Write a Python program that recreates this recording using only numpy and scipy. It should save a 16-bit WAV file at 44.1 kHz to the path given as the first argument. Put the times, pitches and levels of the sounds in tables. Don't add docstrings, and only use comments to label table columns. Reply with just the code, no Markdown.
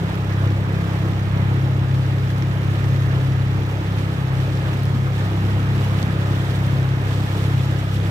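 import sys
import numpy as np
from scipy import signal
from scipy.fft import rfft, irfft, next_fast_len
from scipy.io import wavfile
from scipy.ndimage import uniform_filter1d, map_coordinates

SR = 44100
rng = np.random.default_rng(int(sys.argv[2]) if len(sys.argv) > 2 else 0)


def field_ratio(decibels):
    return 10 ** (np.asarray(decibels, dtype=float) / 20)


def put_to_file(sound):
    columns = np.atleast_2d(sound).T
    safe = np.clip(columns, -1, 1)
    whole_steps = np.round(safe * 32767)
    wavfile.write(sys.argv[1], SR, whole_steps.astype(np.int16))


N = 357210


# t/s, firing rate/Hz
FIRING_RATE = [(0.0, 33.322), (0.68, 33.329), (1.35, 33.347), (2.02, 33.356), (2.7, 33.407), (3.37, 33.326),
               (4.05, 33.275), (4.72, 33.428), (5.4, 33.408), (6.07, 33.397), (6.75, 33.266),
               (7.42, 33.272), (8.1, 33.301)]
# t/s, load/dB, cover/dB
OUTLET_WATER = [(0.0, -2.5, -11), (0.47, 2, 1.5), (0.84, -2.5, -4.8), (1.43, 3, 2.2), (1.59, 0, 4.5),
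                (2.58, 1.5, 2), (3.29, -0.7, 5), (3.99, 0, -6.5), (4.31, -3.5, 2), (4.63, -0.2, 0),
                (5.05, -1.5, 2.5), (5.29, 0.5, -4), (5.77, 1, 2.6), (6.0, 0.1, -3), (7.01, 0.5, 5),
                (7.35, 0.9, -3), (7.57, 0.3, 5), (8.1, -0.5, -4.5)]
# order, peak level/dB, change per load/(dB/dB), change per cover/(dB/dB), bubble flutter/dB
MAIN_ORDERS = [(3, -19.5, 1.04, -0.03, 1), (4, -21.5, -0.2, .95, 1.15), (5, -29, 0, -.5, 0.6)]
# order, peak level/dB
OTHER_ORDERS = [(1, -45.5), (2, -31), (6.5, -47), (7, -68)]
# order, level against that mode/dB
UPPER_ORDERS = [(8, -11), (9, -7), (10, -8.5), (12, -20)]
# t/s, length/s, 5th order change/dB, 4th order change/dB, 4th order lead/rad
AIR_POCKETS = [(.2, .08, 1, 4, 0), (.85, 0.092, 2.5, -2.5, 1.6), (1.047, .1, 3.5, 3.5, .3),
               (1.267, .08, 1.5, -2.5, -.3), (1.95, .08, -2, 3, 0), (2.652, 0.1, 5, 0, .7),
               (3.494, 0.076, 1.5, -0.5, .3), (3.68, .07, -1, 1.5, 0), (4.207, 0.13, 1.5, 0.5, 1.1),
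               (4.43, 0.062, -2, 2, 0), (4.702, 0.33, 1, 0, -.4), (4.95, .08, -4, 0.5, .2),
               (5.32, .06, 0.5, -2, 0), (5.6, 0.5, .6, 0, -1.1), (6.12, .15, 3.5, -1.5, .5),
               (6.65, .1, 2, 1, 0), (7.55, 0.17, 4, 0.5, 0), (7.95, 0.12, 1.5, -2, .5)]
# t/s, change/dB, length/s
TRANSOM_SWELLS = [
    (.2, 5, 0.65),
    (1.15, 6, .5),
    (2.5, 1, 0.37),
    (5.7, 7, .45),
    (6.7, 4, 0.36),
    (7.8, -5, .15),
]
HULL_SIDES = {2: (2.3, -.1), 4: (1.3, .03), 5: (-1, .12), 6: (3, .12), 8: (3.6, -.08), 9: (-1.1, .25),
              10: (2, .2)}
# f/Hz, width/Hz, level/dB
EXHAUST_LEG = [(118, 25, 0)]
# f/Hz, width/Hz, level/dB
ENGINE_MOUNT = [(50, 15, 0)]
# f/Hz, width/Hz, level/dB
OUTLET_BUBBLES = [(117, 25, 4), (308, 83, -16)]
# f/Hz, width/Hz, level/dB
ENGINE_COVER = [(1800, 250, 4.5), (2770, 1200, -2.5), (5500, 2100, -7.5)]
# f/Hz, peak level/dB
GEAR_TONES = [(1241, -49), (1289, -50), (1307, -52)]
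# f/Hz, level per Hz/dB
WASH_COLOUR = [(25, -18), (50, -19), (85, 0), (150, 1.5), (240, -6), (340, -7), (520, -10), (860, -14),
               (1400, -13), (2400, -19.5), (4000, -29.5), (8000, -72)]
# t/s, change/dB, length/s
WAKE_SWELLS = [
    (1.45, 1.9, .12),
    (2.15, -1.5, 0.63),
    (3.0, -0.5, .08),
    (3.13, 2, 0.022),
    (3.55, -1.6, 0.15),
    (4.6, 0, 0.3),
    (5.1, -1.5, .2),
    (6.2, 1.4, 0.66),
    (7.9, -1.1, .2),
]
# f/Hz, level per Hz/dB
SPRAY_COLOUR = [(800, -24), (2000, 0.5), (3400, 2), (4400, -4.5), (6500, -10), (8500, -5), (11000, -12.5),
                (13000, -12.5), (16000, -24)]
# t/s, level over the hiss/dB, length/s
SPRAY_SURGES = [(.1, 3.5, 0.071), (.45, 3, .04), (.65, -3, .05), (.88, 1.5, .06), (1.33, 1.5, .08),
                (1.7, -2, .06), (2.1, 1.2, .3), (2.85, 2.4, .15), (3.5, -2, 0.2), (3.79, -2, .04),
                (4.0, 3, 0.079), (4.28, -2, 0.052), (4.6, 3, 0.23), (5.05, -2, .1), (5.2, 2, 0.046),
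                (5.5, 1.6, .05), (5.82, 3.5, .06), (6.0, 2.5, .04), (6.29, 1.5, .04), (6.52, 1.5, 0.17),
                (6.95, -3, .1), (7.12, 2.5, 0.044), (7.4, 2, 0.11), (7.94, 2.5, 0.045)]
# t/s, peak level/dB, left-right/dB, brightness/dB
DROPS = [(0.1534, -37, -3.0, -12), (0.5212, -34, -4.5, -21), (1.1972, -34, -3.5, -19),
         (1.9435, -35, -4.5, -20), (2.382, -29, -3.5, -23), (2.9632, -33, -2.5, -16),
         (3.4047, -35, -2.0, -19), (4.2747, -34, -2.5, -22), (4.3535, -35, 0, -24),
         (4.4194, -39, -2.5, -16), (4.5735, -28, -1.5, -23), (4.7394, -35, -2.5, -16),
         (4.8334, -30, -3.0, -13), (4.8544, -28, -2, -19), (5.1701, -35, -2.5, -18),
         (5.5944, -37, -2.5, -15), (5.7214, -35, -1.5, -17), (5.8754, -33, -4.0, -19),
         (6.0282, -22, -10, -23), (6.0536, -34, -2.5, -21), (6.1295, -32, -1.5, -19),
         (6.2721, -32, -3.0, -22), (6.6664, -30, -1.5, -18), (6.7281, -35, -2.5, -19),
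         (6.7984, -34, -1.0, -20), (8.0506, -33, -3.5, -19)]
# t/s, peak level/dB, f/Hz
WAVELETS = [(0.03, -23, 330), (0.508, -21, 293), (0.689, -22, 294), (1.049, -17.5, 318), (1.648, -29, 250),
            (1.828, -24, 256), (2.128, -21, 306), (2.427, -22, 308), (2.846, -26, 332), (3.147, -22, 295),
            (3.809, -18.5, 297), (4.286, -30, 360), (4.496, -22.5, 308), (4.943, -17, 240),
            (5.337, -18.5, 320), (5.603, -20, 231), (6.082, -17, 221), (7.699, -22, 233)]
# t/s, peak level/dB
RING_SHAKES = [(3.7085, -49), (3.8067, -54), (3.8921, -54), (3.9664, -54), (5.0818, -50), (5.7399, -48),
               (5.7573, -49), (5.8047, -46), (5.8144, -51), (6.0137, -47), (6.8528, -50)]
# t/s, level over the calm/dB, length/s
WIND_GUSTS = [(.6, 10, 0.37), (1.12, 12, 0.15), (1.45, 13, .25), (1.8, 10, .2), (2.15, 8, .2),
              (2.72, 15, .3), (3.2, 10, .25), (3.68, 15, 0.23), (4.34, 16, .12), (4.65, 7, .15),
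              (4.97, 14, .12), (6.2, 3, .3), (6.74, 11, 0.083), (7.1, 3, .2)]
# t/s, peak level/dB, left-right/dB
WIND_POPS = [
    (1.945, -29, 5),
    (2.69, -29, -6),
    (4.86, -32, 6),
    (4.99, -17, 10),
]
# f/Hz, likeness (1 = same)
LIKENESS = [(60, 0.99), (200, 0.9), (350, 1), (700, 0.51), (1100, 0.67), (1800, 0.42), (3400, 0.28),
            (5000, 0.28), (9000, .04)]
# f/Hz, left-right/dB
BODY_SHADE = [(60, -0.4), (250, 0.9), (500, 0), (1000, -1.5), (1700, -5), (3400, -4), (5000, .5),
              (6500, 4.5), (11000, 2.5), (15000, -.8)]
# f/Hz, left lag/rad
BODY_LAG = [(20, .1), (100, 0.17), (340, 0.56), (520, 0.32), (780, 1.02), (1290, 1.94), (1720, 4.9),
            (2240, 3.4), (4220, 3.34), (6700, 7.6)]
# f/Hz, width/Hz, level/dB
PORT_DIPS = [(8810, 1420, -12), (9530, 690, -9.5)]

FLUTTER_PER_S = 6.5
SIXTH_DB = -38.5
UPPER_DB, UPPER_SWING_DB = -32, 1.6
TENTH_FADE_DB_PER_S = 0.5
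WASH_DB, WASH_SWING_DB = -34, 0.42
SPRAY_DB, SPRAY_SWING_DB = -50.5, 0.5
WEIR_M, BOAT_M_PER_S = 20.4, 1.33
CALM_DB = -56.5
TOP_HZ = 15750
TIME_S = np.arange(N) / SR
SIDES = np.array([[0.5], [-0.5]])


def engine():
    cycles = np.cumsum(curves(FIRING_RATE)[0]) / SR + 0.494
    upper_db = UPPER_DB + UPPER_SWING_DB * wobble(FLUTTER_PER_S)
    chance = rng.standard_normal((int(cycles[-1]) + 2, 2))
    sound = exhaust_drone(cycles, upper_db) + burble(cycles, chance[:, 0])
    sound = sound + gear_whine() + casing_hum()
    return sound + valve_tick(cycles, chance[:, 1]) + exhaust_breath(cycles, upper_db)


def exhaust_drone(cycles, upper_db):
    drone, firing_hz = np.zeros((2, N)), cycles[-1] * SR / N
    levels, pocket_lead = order_levels(upper_db)
    for order, db in levels:
        hz = order * firing_hz
        lag = np.angle(resonances(EXHAUST_LEG)(hz) * resonances(ENGINE_MOUNT)(hz))
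        drift_rad = 0.4 if order > 6 else 0.22 if order > 3 else 0.12
        drift = drift_rad * wobble(2.5) + pocket_lead * (order == 4)
        hull_db, hull_lead = np.multiply.outer(HULL_SIDES.get(order, (0, 0)), SIDES)
        phase = 2 * np.pi * order * cycles + lag + drift + hull_lead
        drone += field_ratio(db + hull_db) * np.sin(phase)
    return drone


def order_levels(upper_db):
    load_db, cover_db = curves(OUTLET_WATER)
    fifth_db, fourth_db, pocket_lead = (
        swells([(row[0], row[column], row[1]) for row in AIR_POCKETS]) for column in (2, 3, 4))
    pocket_db = {4: fourth_db, 5: fifth_db}
    levels = []
    for order, db, per_load, per_cover, flutter_db in MAIN_ORDERS:
        water_db = per_load * load_db + per_cover * cover_db
        flutter = flutter_db * wobble(FLUTTER_PER_S)
        levels.append((order, db + water_db + flutter + pocket_db.get(order, 0)))
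    levels += [(order, db + 0.32 * wobble(2.55)) for order, db in OTHER_ORDERS]
    levels.append((6, SIXTH_DB + swells(TRANSOM_SWELLS) + 1.1 * wobble(4)))
    for order, db in UPPER_ORDERS:
        fade_db = (order > 9) * TENTH_FADE_DB_PER_S * (TIME_S - 3)
        levels.append((order, upper_db + db + 1.9 * wobble(4) - fade_db))
    return levels, pocket_lead


def burble(cycles, strength):
    turn = cycles.astype(int)
    firing = np.diff(turn, prepend=turn[0])
    colour = lambda hz: resonances(OUTLET_BUBBLES)(hz) * resonances([(200, 400, 0)])(hz)
    return field_ratio(-40.5) * unit(filtered(firing * strength[turn], colour))


def exhaust_breath(cycles, upper_db):
    puffs = (1 + 0.3 * np.cos(2 * np.pi * (cycles - 0.69))) * rng.standard_normal((2, N))
    return field_ratio(upper_db - 5.5) * spread(puffs, resonances([(312, 324, 0)]))


def valve_tick(cycles, strength):
    valve = cycles - 0.27
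    gate = np.exp(-(valve % 1) / 0.1) * field_ratio(3.4 * strength[valve.astype(int)])
    return field_ratio(-50.5) * spread(gate * rng.standard_normal((2, N)), resonances(ENGINE_COVER))


def gear_whine():
    whine = np.zeros(N)
    for hz, db in GEAR_TONES:
        level = field_ratio(db + 2.5 * wobble(7))
        whine += level * np.sin(2 * np.pi * hz * TIME_S + 0.8 * wobble(10))
    return whine


def casing_hum():
    return field_ratio(-48.0) * spread(rng.standard_normal((2, N)), resonances([(843, 33, 0)]))


def gurgle():
    stream = bubbles(per_second=70, low_hz=220.6, cycles=3.8, size=1800)
    return field_ratio(-44.5) * spread(stream, resonances([(350, 440, 0)]))


def water():
    wash_db = WASH_DB + swells(WAKE_SWELLS) + WASH_SWING_DB * wobble(13)
    closer_db = -20 * np.log10(1 - BOAT_M_PER_S * TIME_S / WEIR_M)
    spray_db = SPRAY_DB + closer_db + swells(SPRAY_SURGES) + SPRAY_SWING_DB * wobble(18)
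    surge = wobble(16)
    wash = spread(patchy(patchy_db=1.0), lambda hz: field_ratio(along(WASH_COLOUR, hz)))
    wash = field_ratio(wash_db + 4.5 + 0.27 * surge) * wash
    bursts = bubbles(per_second=900, low_hz=2950, cycles=1.16, size=128)
    fizz = unit(patchy(patchy_db=1.5)) + 0.48 * bursts
    lumps = field_ratio(0.13 * surge + 1.2 * wobble(45))
    spray = spread(fizz, lambda hz: field_ratio(along(SPRAY_COLOUR, hz)))
    return wash + field_ratio(spray_db + 3.0) * lumps * spray


def slaps():
    out, t = np.zeros(N + SR), np.arange(1500) / SR
    for s, db, hz in WAVELETS:
        shape = t / 0.0035 * np.exp(1 - t / 0.0038)
        out[round(s * SR):][:len(t)] += field_ratio(db - 3) * np.sin(2 * np.pi * hz * t) * shape
    return out[:N]


def spits():
    dull, bright = np.zeros((2, 2, N + SR))
    t = np.arange(200) / SR
    for s, db, pan_db, bright_db in DROPS:
        decay = field_ratio(-60 * t / 0.007)
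        snap = decay * np.sign(rng.standard_normal((2, len(t)))) * field_ratio(db + 2.5 + SIDES * pan_db)
        start = round(s * SR)
        dull[:, start:start + len(t)] += snap
        bright[:, start:start + len(t)] += snap * field_ratio(bright_db + 13.0)
    knock = filtered(dull[:, :N], resonances([(4230, 1200, 3.5), (7000, 3000, -4)]))
    return knock + filtered(bright[:, :N], resonances([(12000, 5000, 0)]))


def jingle():
    out, t = np.zeros(N + SR), np.arange(500) / SR
    for s, db in RING_SHAKES:
        hz = 13000 + 120 * rng.standard_normal()
        shape = t / 0.002 * np.exp(1 - t / 0.0018)
        out[round(s * SR):][:len(t)] += field_ratio(db - 1.5) * np.sin(2 * np.pi * hz * t) * shape
    return out[:N]


def breeze():
    lumps = field_ratio(7.6 * np.tanh(0.7 * np.array([wobble(14), wobble(14)])))
    rumble = filtered(rng.standard_normal((2, N)), lambda hz: resonances([(68, 75, 0)])(hz) ** 2)
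    buffet = field_ratio(CALM_DB + swells(WIND_GUSTS) + 6) * unit(lumps * rumble)
    push = np.zeros((2, N))
    for s, db, pan_db in WIND_POPS:
        push[:, round(s * SR)] = field_ratio(db + 34 + SIDES[:, 0] * pan_db) * [1, -1]
    return buffet + filtered(push, lambda hz: resonances([(110, 200, 0)])(hz) ** 2)


def bubbles(per_second, low_hz, cycles, size):
    draw = rng.random((2, int(per_second * N / SR), 3))
    hz = low_hz * field_ratio(14.33 * draw[..., 1:2])
    t = np.arange(size) / SR
    life = t * hz / cycles
    tone = np.sin(2 * np.pi * hz * t * (1 + 0.062 * life))
    grains = field_ratio(10.5 * draw[..., 2:] ** 3) * tone * np.exp(-life)
    at = (draw[..., :1] * N).astype(int) + np.arange(size)
    return unit(np.array([np.bincount(a.ravel(), g.ravel(), N + size)[:N] for a, g in zip(at, grains)]))


def patchy(patchy_db):
    z = signal.stft(rng.standard_normal((2, N)), nperseg=512)[2]
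    field = rng.standard_normal(z.shape[1:])
    for axis in (0, 1):
        field = uniform_filter1d(field, size=8, axis=axis)
    return signal.istft(z * field_ratio(patchy_db * unit(field)), nperseg=512)[1][:, :N]


def spread(pair, colour):
    turn = lambda hz: np.arccos(np.clip(along(LIKENESS, hz), -1, 1)) / 2
    mid, side = filtered(pair, lambda hz: colour(hz) * [np.cos(turn(hz)), np.sin(turn(hz))])
    return unit(np.array([mid + side, mid - side]))


def resonances(modes):
    def mode(f, c, w, db):
        return field_ratio(db) * 1j * f * w / (c * c - f * f + 1j * f * w)
    return lambda f: sum((-1) ** k * mode(f, *row) for k, row in enumerate(modes))


def filtered(x, response):
    m = next_fast_len(N + SR // 2)
    return irfft(rfft(x, m) * response(np.fft.rfftfreq(m, 1 / SR)), m)[..., :N]


def swells(rows):
    return sum(db * np.exp(-((TIME_S - s) / length) ** 2) for s, db, length in rows)


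def wobble(rate):
    points = rng.standard_normal(int(N * rate / SR) + 4)
    return map_coordinates(points, [np.arange(N) * rate / SR])


def curves(rows):
    s, *columns = np.transpose(rows)
    return [np.interp(TIME_S, s, column) for column in columns]


def along(points, hz):
    f, v = np.transpose(points)
    return np.interp(np.log(hz + 1), np.log(f + 1), v)


def unit(x):
    return x / np.sqrt(np.mean(x ** 2) + 1e-20)


def scene():
    body = lambda hz: field_ratio(SIDES * along(BODY_SHADE, hz)) * np.exp(-1j * SIDES * along(BODY_LAG, hz))
    around = engine() + gurgle() + slaps() + water()
    return filtered(around, body) + spits() + jingle() + breeze()


def roll_off(x):
    return signal.sosfilt(signal.butter(12, 15740, fs=SR, output="sos"), x)


def record(dry):
    def ports(hz):
        dips_db = [db * np.exp(-((hz - c) / w) ** 2) for c, w, db in PORT_DIPS]
        return field_ratio(np.array(dips_db)) * (hz < TOP_HZ)
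    return roll_off(filtered(dry, ports))


dry = scene()
out = record(dry)
put_to_file(out)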